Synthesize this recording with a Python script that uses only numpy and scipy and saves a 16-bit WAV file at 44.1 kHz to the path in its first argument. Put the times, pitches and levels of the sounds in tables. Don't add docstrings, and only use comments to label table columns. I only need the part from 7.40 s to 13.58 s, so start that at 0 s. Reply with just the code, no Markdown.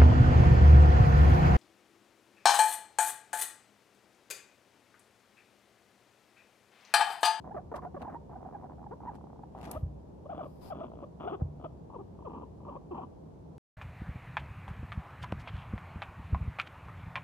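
import sys
import numpy as np
from scipy import signal
from scipy.fft import rfft, irfft
from scipy.io import wavfile

SR = 44100
rng = np.random.default_rng(int(sys.argv[2]) if len(sys.argv) > 2 else 0)


def unload_audio(sound):
    columns = np.transpose(np.atleast_2d(sound))
    steps = np.round(np.clip(columns, -1, 1) * 32767)
    wavfile.write(sys.argv[1], SR, steps.astype(np.int16))


N = 272582

# start in seconds, length in seconds, top pitch in Hz,
# place of the top within the chirp from 0 to 1, relative level in dB.
CHIRP_CALLS = [(0.107, 0.026, 874, 0.75, -43), (0.142, 0.019, 404.4, 0.37, -39.5),
               (0.162, 0.026, 645, 0.28, -38), (0.181, 0.022, 774, 0.89, -43),
               (0.313, 0.02, 460, 0.3, -39.5), (.339, 0.015, 615, 0, -36), (0.384, 0.014, 1125, 1, -44),
               (0.456, 0.02527, 749, 0.65, -42), (0.543, 0.016, 390, 0.2, -40.5),
               (0.562, 0.022, 576, 0.4, -40.5), (.653, 0.025, 1063, 0.96, -44),
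               (0.679, 0.017, 878, 0, -40.5), (0.748, 0.026, 950, 0.59, -42.5),
               (.954, 0.015, 780, 0.6, -42), (1.052, 0.02006, 814, 0.07, -43.5),
               (1.144, 0.02, 840, 0.38, -40.5), (1.245, .012, 770, 0.13, -45),
               (1.46, 0.017, 878, 0.18, -44.5), (1.507, 0.038, 525, 0.78, -43.5),
               (1.665, 0.042, 988, 0.43, -39.5), (2.034, 0.0064, 866, 0.9, -41.5),
               (2.355, 0.02613, 635, 0.66, -39), (2.854, 0.01794, 590, 0.8, -44.5),
               (2.888, 0.057, 808.4, 0.4, -40), (2.983, 0.044, 778, 0.29, -39),
               (3.053, 0.0182, 573, 0.37, -42.5), (3.298, 0.045, 797.2, 0.25, -38.5),
               (3.406, 0.026, 661, 0.47, -39.5), (3.628, 0.021, 568, 0.63, -42),
               (3.853, 0.028, 436, 0.81, -38.5), (3.873, 0.019, 732, 0.52, -34),
               (3.914, 0.047, 424.4, 0.55, -37), (4.252, 0.017, 647, 0.3, -40),
               (4.539, 0.034, 589.4, 0.17, -43), (4.582, 0.0414, 413, 0.5, -45),
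               (4.843, 0.05, 649, 0.14, -42), (5.025, 0.013, 506, 0.3, -44),
               (5.282, 0.0218, 592, 0.36, -41), (5.36, 0.016, 573.9, 0.72, -42.5),
               (5.507, 0.034, 391.7, 0.28, -39.5), (5.583, 0.024, 796, 0.17, -40.5)]


def amp(db):
    return 10 ** (np.asarray(db) / 20)


def unit(x):
    return x / np.sqrt(np.mean(x ** 2) + 1e-20)


def read(points, hz):
    point_hz, value = np.transpose(points)
    return np.interp(np.log(hz + 1), np.log(point_hz + 1), value)


def add(mix, s, sound):
    start = max(round(s * SR), 0)
    part = mix[..., start:][..., :sound.shape[-1]]
    part += sound[..., :part.shape[-1]]


def wander(like, hz):
    knots = rng.standard_normal(1024)
    return np.interp(np.arange(len(like)) * hz / SR, np.arange(len(knots)), knots)


def ambience(db=-49.0):
    # frequency in Hz, relative density in dB per Hz.
    rumble_colour = [(20, -44.5), (45, -11), (68, 3), (110, -5), (160, 1), (250, -7), (420, -8.5),
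                     (650, -14), (950, -18.5), (1300, -34), (2000, -43.5), (6000, -48.5), (12500, -57.5),
                     (14500, -65.5)]
    # frequency in Hz, correlation from -1 to 1.
    likeness = [(40, 0.87), (130, 0.9), (400, 0)]
    hz = np.fft.rfftfreq(N, 1 / SR)
    left, other = rfft(rng.standard_normal((2, N)))
    same = np.clip(read(likeness, hz), -1, 1)
    right = same * left + np.sqrt(1 - same ** 2) * other
    pair = np.array([left, right])
    return amp(db) * unit(irfft(pair * amp(read(rumble_colour, hz)), N))


def walk(s):
    # time in seconds, mouth resonance in Hz,
    # place (0 near and side-on, 1 middle and facing away, 2 and above far).
    path = [(0.301, 713, 0), (1.899, 839, 0.14), (2.4, 670, 0.9), (4.25, 663, 1), (4.55, 950, 2.16)]
    times, mouth_hz, place = np.transpose(path)
    place = np.clip(np.interp(s, times, place), 0, 2)
    weights = np.maximum(1 - abs(place - np.array([0, 1, 2])), 0)
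    return np.interp(s, times, mouth_hz), weights


def chirp_gap(t):
    return np.min([np.maximum(s - t, t - s - length) for s, length, *_ in CHIRP_CALLS], axis=0)


def throat(drive, s, db, effort_db, mouth_db=7, mouth_width_hz=150, bright_db=1.16, usual_db=-42,
           size=2048):
    # frequency in Hz, relative level in dB.
    near_colour = [(40, -36.5), (220, -2), (450, -11.5), (1000, -7), (1900, -24), (2700, -42), (5000, -52)]
    # frequency in Hz before the far shift, relative level in dB.
    away_colour = [(40, -32), (255, 2.5), (530, -8), (1270, -5.5), (1580, -25.5), (1980, -32.5),
                   (2550, -26.5), (3400, -22.5), (3950, -44.5), (6000, -58)]
    far_scale, far_db = .93, -3
    hz = abs(np.fft.fftfreq(size, 1 / SR))
    mouth_hz, (near, _, far) = walk(s)
    away_db = read(away_colour, hz / far_scale ** far)
    colour_db = near * read(near_colour, hz) + (1 - near) * away_db
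    treble_share = np.clip(np.log2((hz + 1) / mouth_hz), 0, 1)
    treble_db = (bright_db * (effort_db - usual_db) + far_db * far) * treble_share
    mouth = np.sqrt(1 + amp(mouth_db) ** 2 / (1 + (2 * (hz - mouth_hz) / mouth_width_hz) ** 2))
    log_gain = np.log(mouth * amp(colour_db + treble_db))
    ring = np.fft.ifft(np.exp(np.conj(signal.hilbert(log_gain)))).real[:size // 2]
    sound = signal.fftconvolve(drive, ring)
    return amp(db) * sound / np.sqrt(np.sum(sound ** 2) / len(drive))


def rattle(s, length, db, pulses_per_s, jitter=.13, shimmer_db=1.8, air=.075, puff_s=.002,
           usual_pulses_per_s=110):
    flank_pulses_per_s, flank_db, flank_s, hush_db = 99, 3.5, .009, -23.5
    crisp_db = 1.34
    t = np.arange(0, length, 1 / SR)
    gap = chirp_gap(s + t)
    near = np.exp(-np.maximum(gap, 0) / flank_s)
    rate = (pulses_per_s + flank_pulses_per_s * near) * np.exp(jitter * wander(t, pulses_per_s))
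    strength = amp(flank_db * near + hush_db * (gap < 0) + shimmer_db * wander(t, pulses_per_s))
    count = np.floor(np.cumsum(rate) / SR)
    pulses = np.diff(count, prepend=-1) * strength
    pulses = np.pad(pulses, (0, SR // 200))
    puffs = signal.lfilter([air], [1, -np.exp(-1 / (SR * puff_s))], pulses)
    puffs = puffs * (1 + rate.mean() / usual_pulses_per_s)
    breath = puffs * rng.standard_normal(SR)[:len(pulses)]
    effort_db = db + crisp_db * np.log2(usual_pulses_per_s / pulses_per_s)
    return throat(pulses + breath, s, db, effort_db)


def chirp(s, length, top_hz, top_place, db, jitter=.012, shimmer=.16, overtone_db=-7.5, edge=.45,
          rasp=1.1, highest_hz=4800, taut_hz=850):
    glide_octaves_per_s, arch_round_s = 23.45, 0.0054
    u = np.linspace(0, 1, int(length * SR))
    from_top_s = np.hypot((u - top_place) * length, arch_round_s) - arch_round_s
    hz = top_hz * 2 ** (-glide_octaves_per_s * from_top_s)
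    unsteady = 1 + jitter * (taut_hz / top_hz) ** 2 * wander(u, 397)
    turns = np.cumsum(hz * unsteady) / SR
    overtones = range(1, int(highest_hz / hz.mean()) + 1)
    folds = sum(amp(overtone_db * np.log2(k)) * np.cos(2 * np.pi * k * turns) for k in overtones)
    air = rasp * np.cos(np.pi * turns) ** 2 * rng.standard_normal(SR)[:len(u)]
    swell = signal.windows.tukey(len(u), edge) * (1 + shimmer * wander(u, 250))
    return throat((folds + air) * swell, s, db, db)


def at_microphones(call, s, size=512):
    # frequency in Hz,
    # left-right balance in dB at the near, middle and far place, left lead in radians at the same three.
    paths = [(424, 3.5, 1, 1, 1.36, 1.1, 0.9), (605, 0.5, 3, 5, 1.52, 0.73, 2),
             (790, -6.5, 5.7, 6.5, -1.63, 1.9, 1.1), (1020, 0.5, 2.7, 5, 0.58, 0.45, 0.66),
             (1280, 0, 4, -6.5, 0.57, 1.1, -1.74), (3000, 1, 4, 5, 1.6, 1.94, -2.2)]
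    bass_hz = 169
    bounce_s, bounce_share = .002, .35
    call, places = np.pad(call, size), walk(s)[1]
    hz = np.fft.rfftfreq(len(call), 1 / SR)
    path_hz, *columns = np.transpose(paths)
    curves = np.array([np.interp(hz, path_hz, c) for c in columns])
    curves = curves * np.clip(hz / bass_hz - 1, 0, 1)
    balance_db, lead = places @ curves.reshape(2, len(places), -1)
    gains = np.array([amp(side * balance_db) * np.exp(1j * side * lead) for side in (.5, -.5)])
    gains = gains / np.sqrt(np.mean(abs(gains) ** 2, axis=0))
    delay = np.exp(-2j * np.pi * hz * bounce_s)
    bounces = (delay - bounce_share) / (1 - bounce_share * delay)
    pair = irfft(rfft(call) * bounces * gains, len(call))
    return s - size / SR - bounce_s, pair


def voice(chirp_db=-0.25, rattle_db=0.83):
    # start in seconds, length in seconds, relative level in dB,
    # base rate in pulses per second.
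    bouts = [(0.044, 0.054, -48, 125), (.353, 0.031, -43, 212), (.422, 0.06, -45, 240),
             (.607, 0.16, -46, 235), (.895, 0.048, -49, 194), (.972, 0.3, -51, 74),
             (1.297, .046, -51.5, 72), (1.383, .062, -52, 88), (1.605, 0.1515, -50, 105),
             (1.755, 0.25, -56.5, 32.7), (2.15, 0.13, -49, 126), (2.272, 0.087, -45.5, 182),
             (2.937, 0.11, -46.5, 93), (3.343, 0.13, -45.5, 112), (3.483, 0.16, -51, 54.7),
             (3.801, 0.12, -44, 152), (4.2, 0.034, -51.5, 70), (4.239, 0.024, -43, 280),
             (4.502, 0.034, -51, 80), (4.79, 0.0438, -53.5, 57), (4.897, 0.143, -49, 66),
             (4.938, .04, -45, 215), (5.204, 0.033, -55, 60), (5.251, 0.12, -48, 125),
             (5.54, 0.11, -44, 190)]
    out = np.zeros((2, N))
    for calls, source, db in ((bouts, rattle, rattle_db), (CHIRP_CALLS, chirp, chirp_db)):
        for row in calls:
            add(out, *at_microphones(amp(db) * source(*row), row[0]))
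    return out


def stroke(colour, grain_db, roundness, s, db, rise, decay, tilt_db, knee_hz=600, size=24576):
    t, hz = (np.arange(size) - size // 2) / SR, np.fft.rfftfreq(size, 1 / SR)
    grains = rfft(rng.standard_normal((2, size)) * amp(grain_db * wander(t, 520)))
    swell = np.exp(-np.maximum(-t / rise, t / decay) ** roundness)
    colour_db = read(colour, hz) + tilt_db * np.log2(np.maximum(hz, knee_hz))
    return s + t[0], amp(db) * swell * unit(irfft(grains * amp(colour_db)))


def scuffs(grain_db=6.5, balance_db=3.0):
    # peak time in seconds, relative level in dB, rise in seconds, decay in seconds,
    # tilt in dB per octave.
    rug_strokes = [(0.364, -48.5, 0.007, 0.0055, -3), (0.621, -46.5, 0.01, 0.0044, -7),
                   (1.754, -61.5, 0.009, 0.0079, -3), (2.255, -48, 0.029, 0.026, -4.5),
                   (2.314, -32, 0.00067, 0.0018, 9), (2.343, -51, 0.046, 0.021, -5.5),
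                   (4.014, -38.5, 0.008, 0.0096, -19.5)]
    # frequency in Hz, relative level in dB.
    stroke_colour = [(40, -34), (500, 2.5), (3100, -2.5), (7500, -7), (12500, -5.5), (15500, -34)]
    out = np.zeros((2, N))
    for row in rug_strokes:
        add(out, *stroke(stroke_colour, grain_db, 0.88, *row))
    return out * amp([[balance_db / 2], [-balance_db / 2]])


def thumps(lowest_hz=55):
    # middle of the contact in seconds, peak level in dB,
    # contact time in seconds.
    blows = [(2.365, -34, 0.0088), (2.43, -23.5, 0.0059), (4.0198, -20.5, 0.0015)]
    # frequency in Hz, relative level in dB, time to fall 60 dB in seconds.
    floor_modes = [(62.5, -11.5, 0.716), (87, 4.5, 0.17), (122.6, 5, 0.11), (148.3, -7, 0.71)]
    out, t = np.zeros(N), np.arange(SR // 2) / SR
    ring = sum(amp(db - 60 * t / t60) * np.sin(2 * np.pi * hz * t) for hz, db, t60 in floor_modes)
    highpass = signal.butter(4, lowest_hz, "high", fs=SR, output="sos")
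    ring = signal.sosfilt(highpass, ring)
    for s, db, contact in blows:
        push = np.sin(np.pi * np.minimum(t / contact, 1))
        blow = signal.fftconvolve(ring, push)
        add(out, s - contact / 2, amp(db) * blow / abs(blow).max())
    return out


def sniffs(grain_db=1.0, balance_db=6.0):
    # peak time in seconds, relative level in dB, rise in seconds,
    # decay in seconds, tilt in dB per octave.
    breaths = [(3.13, -74, 0.1, 0.13, 1.5), (3.252, -52, 0.038, 0.058, -1)]
    # frequency in Hz, relative level in dB.
    nose_colour = [(900, 12.5), (1800, -9), (4400, -6), (4950, 1.5), (5900, -14), (7300, -13), (13300, -7),
                   (15800, -21)]
    out = np.zeros((2, N))
    for row in breaths:
        add(out, *stroke(nose_colour, grain_db, 5.8, *row))
    return out * amp([[balance_db / 2], [-balance_db / 2]])


def room(x, early_db=-11.5, early_decay=.008, tail_db=-15.5, t60=.3):
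    t = np.arange(SR // 2) / SR
    early, late = rng.standard_normal((2, 2, len(t)))
    reflections = amp(early_db) * unit(early * np.exp(-t / early_decay))
    tail = amp(tail_db) * unit(late * amp(-60 * t / t60))
    echoes = (reflections + tail) / np.sqrt(len(t))
    return x + signal.fftconvolve(x, echoes, axes=1)[:, :N]


def scene():
    return room(voice() + scuffs() + sniffs()) + thumps() + ambience()


def record(dry, edge_hz=15900):
    lowpass = signal.firwin(511, edge_hz, window=("kaiser", 9), fs=SR)
    return signal.oaconvolve(dry, lowpass[None], "same")


dry = scene()
out = record(dry)
unload_audio(out)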